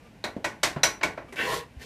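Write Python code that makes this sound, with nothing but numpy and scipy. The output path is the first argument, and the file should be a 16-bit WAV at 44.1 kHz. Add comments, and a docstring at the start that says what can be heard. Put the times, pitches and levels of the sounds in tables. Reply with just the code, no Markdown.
"""Building site: a steel trowel taps a hollow clay brick down into its mortar bed.
Five blows, harder up to the fourth, then two light touches: coloured noise clacks plus dying modes of brick,
blade and clank, all with a room tail. Dull knocks from the boards underfoot: decaying sines with rattle noise.
The blade then scrapes mortar off the joint: random grain clicks through resonances, as rasp, drone and hiss.
Beneath lie a quiet noise rumble and faint rubs of glove and blade on the brick."""
import sys
import numpy as np
from scipy import signal
from scipy.fft import rfft, irfft
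from scipy.io import wavfile

SR = 44100
rng = np.random.default_rng(int(sys.argv[2]) if len(sys.argv) > 2 else 0)


def digitize_waveform(pressure):
    """Quantize a signal to 16-bit integers and store it at the path in sys.argv[1].

    Rows of a 2-D input are taken as channels; values are limited to [-1, 1].
    """
    field = np.atleast_2d(pressure).T
    bounded = np.clip(field, -1, 1)
    quanta = np.round(bounded * 32767).astype(np.int16)
    wavfile.write(sys.argv[1], SR, quanta)


N = 81585
T = np.arange(N) / SR
FREQS = np.maximum(np.fft.rfftfreq(N, 1 / SR), 1)
RING_RISE_S, TAIL_RISE_S = 0.00083, 0.015


def from_db(db):
    """Decibels to amplitude gain."""
    return 10 ** (np.asarray(db) / 20)


def rms_one(x):
    """Scale to unit rms."""
    return x / np.sqrt(np.mean(x ** 2) + 1e-20)


def at_hz(points, hz):
    """Interpolate (f/Hz, value) rows on a log-frequency axis."""
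    f, value = np.transpose(points)
    return np.interp(np.log(hz), np.log(f), value)


def levels(rows):
    """Gain curves from rows of (t/s, level/dB, ..), silent before the first row."""
    t_s, *columns_db = np.transpose(rows)
    started = T >= t_s[0]
    return [started * from_db(np.interp(T, t_s, db)) for db in columns_db]


def wander(per_s):
    """Random values at a given rate, joined by straight lines."""
    return np.interp(T * per_s, np.arange(2048), rng.standard_normal(2048))


def noise(spectrum, extra_db=0):
    """Noise of a given colour at about unit rms, then tinted by extra dB per frequency."""
    colour = rms_one(from_db(at_hz(spectrum, FREQS)))
    white = rfft(rng.standard_normal(N))
    return irfft(white * colour * from_db(extra_db), N)


def strike(start_s, rise_s, t60_s):
    """Impact envelope: linear rise times an exponential decay of 60 dB per t60."""
    age_s = np.maximum(T - start_s, 0)
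    decay = np.exp(-np.log(1000) * age_s / t60_s)
    return np.minimum(age_s / rise_s, 1) * decay


def die_away(x, start_s, rise_s):
    """Absorption: overlapping octave bands of x each die at the room's rate."""
    # room decay: f/Hz, t60/s
    room_t60 = [(150, 0.4), (600, 0.31), (2000, 0.27), (5000, 0.19), (12000, 0.23)]
    centres_hz = 110 * 2. ** np.arange(8)
    spectrum = rfft(x)
    out = 0
    for hz, share in zip(centres_hz, np.eye(len(centres_hz))):
        weight = np.interp(np.log(FREQS), np.log(centres_hz), share)
        band = irfft(spectrum * weight, N)
        out = out + band * strike(start_s, rise_s, at_hz(room_t60, hz))
    return out


def room(x):
    """Diffuse reflections: convolution with a decaying noise response of unit energy."""
    response = die_away(rng.standard_normal(N), 0.0017, TAIL_RISE_S)
    return signal.fftconvolve(x, rms_one(response) / np.sqrt(N))[:N]


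def ring(start_s, modes):
    """Struck modes: dying sines that waver as reflections overlap them."""
    waver_depth, waver_per_s = 0.27, 170
    out = 0
    for hz, db, t60_s in modes:
        waver = 1 + waver_depth * wander(waver_per_s)
        tone = np.sin(2 * np.pi * (hz * (T - start_s) + rng.random()))
        out = out + from_db(db) * strike(start_s, RING_RISE_S, t60_s) * waver * tone
    return out


def resonate(x, peaks):
    """Parallel two-pole resonances; rms 1."""
    out = 0
    for hz, width_hz, db in peaks:
        r = np.exp(-np.pi * width_hz / SR)  # pole radius
        zeros = [(1 - r * r) / 2, 0, (r * r - 1) / 2]
        poles = [1, -2 * r * np.cos(2 * np.pi * hz / SR), r * r]
        out = out + from_db(db) * signal.lfilter(zeros, poles, x)
    return rms_one(out)


def grit():
    """Sand grains snap under the juddering blade, and the room blurs them; rms 1."""
    grains_per_s, spread_db = 1400, 4.5
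    judder_db, judder_per_s, room_db = 3.5, 110, 3.5
    sizes = from_db(spread_db * np.minimum(rng.exponential(1, N), 3))
    signed = sizes * rng.choice([-1, 1], N)
    snaps = rng.random(N) < grains_per_s / SR
    clicks = signed * snaps * from_db(judder_db * wander(judder_per_s))
    return rms_one(clicks + from_db(room_db) * room(clicks))


def background():
    """Site rumble as coloured noise; faint rubs as grit through ringing brick modes."""
    # site noise colour: f/Hz, density/dB per Hz (relative)
    site_colour = [(15, -36), (25, 0.5), (197, -3), (264, -2), (293, -10), (824, -14), (1160, -19),
                   (2570, -20), (3350, -26.5), (3730, -28), (14000, -41)]
    # rubs of glove and blade on the brick: t/s, level/dB
    stir_levels = [(0, -45), (.035, -55), (.075, -50.5), (.11, -82), (.22, -81), (1.25, -85), (1.287, -47),
                   (1.32, -55), (1.4, -69)]
    # rub resonances: f/Hz, width/Hz, level/dB (relative)
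    stir_modes = [(225, 51, 3.5), (496, 59, 5.5), (1210, 29, 11), (1535, 22, 1), (2260, 67, -5)]
    site_db = -52
    stir, = levels(stir_levels)
    return from_db(site_db) * noise(site_colour) + stir * resonate(grit(), stir_modes)


def taps():
    """Each blow: dry noise clack, its room tail, brick and blade modes, and a clank set by the spot hit."""
    # blows: t/s, clack tint bass/dB, middle/dB, treble/dB, top/dB, brick ring/dB, blade ring/dB,
    # clank f/Hz, clank width/Hz, clank level/dB
    blows = [(0.2398, -26, -28.5, -42.5, -34.5, -32, -38, 3964, 160, -30),
             (0.4431, -25, -25, -34.5, -31, -27.5, -33, 1930, 159, -27.5),
             (0.6309, -20.5, -18, -20.5, -18, -33.5, -38, 1033, 40, -27.5),
             (0.8322, -20.5, -17, -20.5, -16, -21, -11, 5960, 90, -29),
             (1.01, -33.5, -32, -48, -62, -55, -61, 2700, 590, -63),
             (1.0309, -21, -22.5, -29.5, -28.5, -22, -53, 2263, 70, -23),
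             (1.175, -30.5, -37, -54.5, -75, -45, -57, 1220, 80, -40),
             (1.324, -39, -48, -55, -42, -58, -67.5, 1960, 200, -40)]
    # anchors of the four clack tints: f/Hz
    tint_hz = [500, 1900, 4800, 10000]
    # clack colour before tint: f/Hz, density/dB per Hz (relative)
    clack_colour = [(60, -11), (180, -11), (330, -3.5), (450, -7.5), (500, -9), (590, -1.5), (780, -6.5),
                    (1080, -3.5), (1250, -4.5), (1500, -7), (2200, -4.5), (2900, -10), (4500, -8),
                    (6200, -10), (8000, -15), (10000, -23), (14000, -28)]
    # brick modes: f/Hz, level/dB (relative), t60/s
    brick_modes = [(435, -14, .24), (600, -7, .2), (676, -11, .24), (857, -14, .27), (1371, -17, .2),
                   (1490, -4, .17), (1530, -11, .13), (1869, -7, .17), (2238, -6, .18), (2471, -16, .22)]
    # blade modes: f/Hz, level/dB (relative), t60/s
    blade_modes = [(3988, 1, .035), (3975, -17, .13), (4055, -17, .08), (5317, -13, .13), (5878, -9, .19),
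                   (6650, -21, .19)]
    crack_db, crack_rise_s, crack_t60_s, crack_bass_hz = 9.5, 0.0048, 0.056, 443
    tail_db, clank_t60_s, ring_room_db = 1, 0.11, -10.5
    thin = signal.butter(2, crack_bass_hz, "high", fs=SR, output="sos")
    clacks, rings = 0, 0
    for start_s, *tint_db, brick_db, blade_db, clank_hz, clank_width_hz, clank_db in blows:
        tint = at_hz(list(zip(tint_hz, tint_db)), FREQS)
        crack = signal.sosfilt(thin, noise(clack_colour, tint))
        crack = crack * strike(start_s, crack_rise_s, crack_t60_s)
        tail = die_away(noise(clack_colour, tint), start_s, TAIL_RISE_S)
        clacks = clacks + from_db(crack_db) * crack + from_db(tail_db) * tail

        clank = resonate(rng.standard_normal(N), [(clank_hz, clank_width_hz, 0)])
        clank = clank * strike(start_s, RING_RISE_S, clank_t60_s)
        rings = rings + from_db(brick_db) * ring(start_s, brick_modes)
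        rings = rings + from_db(blade_db) * ring(start_s, blade_modes)
        rings = rings + from_db(clank_db) * clank
    return clacks + rings + from_db(ring_room_db) * room(rings)


def knocks():
    """Boards underfoot: soft decaying sines, each with a muffled rattle and a brief bump of contact."""
    # knocks: t/s, f/Hz, level/dB, t60/s, rise/s, rattle/dB, rattle top/Hz
    board_knocks = [(0.3647, 198, -30, 0.1, 0.0018, -35.5, 580), (0.761, 141, -22, .085, 0.0061, -30, 1260),
                    (1.085, 66, -42.5, .25, 0.0074, -45.5, 304), (1.325, 387, -36, 0.11, 0.0027, -52, 400),
                    (1.766, 63, -28, .11, 0.0053, -76, 253)]
    rattle_t60_s, bump_db, bump_t60_s = 0.25, 9.5, 0.017
    out = 0
    for start_s, hz, db, t60_s, rise_s, rattle_db, top_hz in board_knocks:
        thud = strike(start_s, rise_s, t60_s) * np.sin(2 * np.pi * hz * (T - start_s))
        # f/Hz, density/dB per Hz (relative)
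        rattle = noise([(40, -14), (170, 0), (top_hz, -4), (2 * top_hz, -20), (15000, -58)])
        bump = from_db(bump_db) * strike(start_s, rise_s, bump_t60_s)
        contact = strike(start_s, rise_s, rattle_t60_s) + bump
        out = out + from_db(db) * thud + from_db(rattle_db) * rattle * contact
    return out


def scrape():
    """Grit drives the blade's rasp, the brick hollows' drone and a sandy hiss; a new stroke begins late."""
    # scrape, before trim and catches: t/s, rasp/dB, drone/dB, hiss/dB
    stroke_levels = [(1.359, -48, -66, -41.5), (1.367, -42, -68, -47), (1.39, -29.5, -35, -39.5),
                     (1.415, -30.5, -38, -38.5), (1.46, -31, -35.5, -40), (1.505, -40.5, -27, -35),
                     (1.524, -49, -29.5, -36.5), (1.545, -57, -29, -35), (1.595, -43.5, -38.5, -40),
                     (1.64, -54, -47.5, -61), (1.70, -94, -64, -90.5), (1.785, -64.5, -86, -65),
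                     (1.82, -47.5, -68, -49.5), (1.85, -54, -46, -50.5)]
    # rasp resonances: f/Hz, width/Hz, level/dB (relative)
    rasp_modes = [(155, 55, -19), (247, 50, -10), (360, 96, 0), (607, 340, -7.5), (990, 230, -11.5),
                  (1600, 140, 3), (1840, 117, 7), (2020, 130, -2), (2226, 230, 1), (2645, 90, 7),
                  (2830, 130, -10.5), (4100, 160, -32)]
    # brick hollows: f/Hz, width/Hz, level/dB (relative)
    drone_modes = [(142, 120, -17.5), (443, 18.5, -4), (480, 25, 2), (635, 29, -1), (843, 103, -7),
                   (981, 33, -5), (1048, 41, -0.5), (1757, 79, -5.5), (2720, 110, -25)]
    # hiss colour: f/Hz, density/dB per Hz (relative)
    hiss_colour = [(800, -1), (2500, -3.5), (4000, 0.5), (6000, -5), (9000, -10), (14000, -13.5)]
    # blade catches on coarse grains: t/s, boost of rasp and drone/dB (decays)
    catches = [(1.366, 8), (1.388, 2), (1.412, 4), (1.5225, 5)]
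    rasp_top_hz, rasp_trim_db, catch_t60_s = 3340, -0.5, .06
    rasp, drone, hiss = levels(stroke_levels)
    sand = rms_one(irfft(rfft(grit()) * from_db(at_hz(hiss_colour, FREQS)), N))
    dull = signal.butter(4, rasp_top_hz, fs=SR, output="sos")
    grinding = signal.sosfilt(dull, resonate(grit(), rasp_modes))
    humming = resonate(grit(), drone_modes)
    boost_db = sum(db * strike(start_s, RING_RISE_S, catch_t60_s) for start_s, db in catches)
    dragged = from_db(rasp_trim_db) * rasp * grinding + drone * humming
    return from_db(boost_db) * dragged + hiss * sand


def scene():
    """All sources at one microphone, with narrow dips in their common colour."""
    # dips: f/Hz, sharpness Q, gain at centre/dB
    dips = [(491, 42, -6), (1248, 7.7, -12)]
    sound = background() + taps() + knocks() + scrape()
    for hz, q, depth_db in dips:
        notched = signal.lfilter(*signal.iirnotch(hz, q, fs=SR), sound)
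        sound = notched + from_db(depth_db) * (sound - notched)
    return sound[None]


def record(dry):
    """The microphone loses the deepest bass; the top is cut steeply."""
    low_cut_hz, top_cut_hz = 49, 13850
    bass_cut = signal.butter(2, low_cut_hz, "high", fs=SR, output="sos")
    top_cut = signal.ellip(10, .3, 70, top_cut_hz, fs=SR, output="sos")  # ripple/dB, stopband/dB
    return signal.sosfilt(top_cut, signal.sosfilt(bass_cut, dry))


dry = scene()
out = record(dry)
digitize_waveform(out)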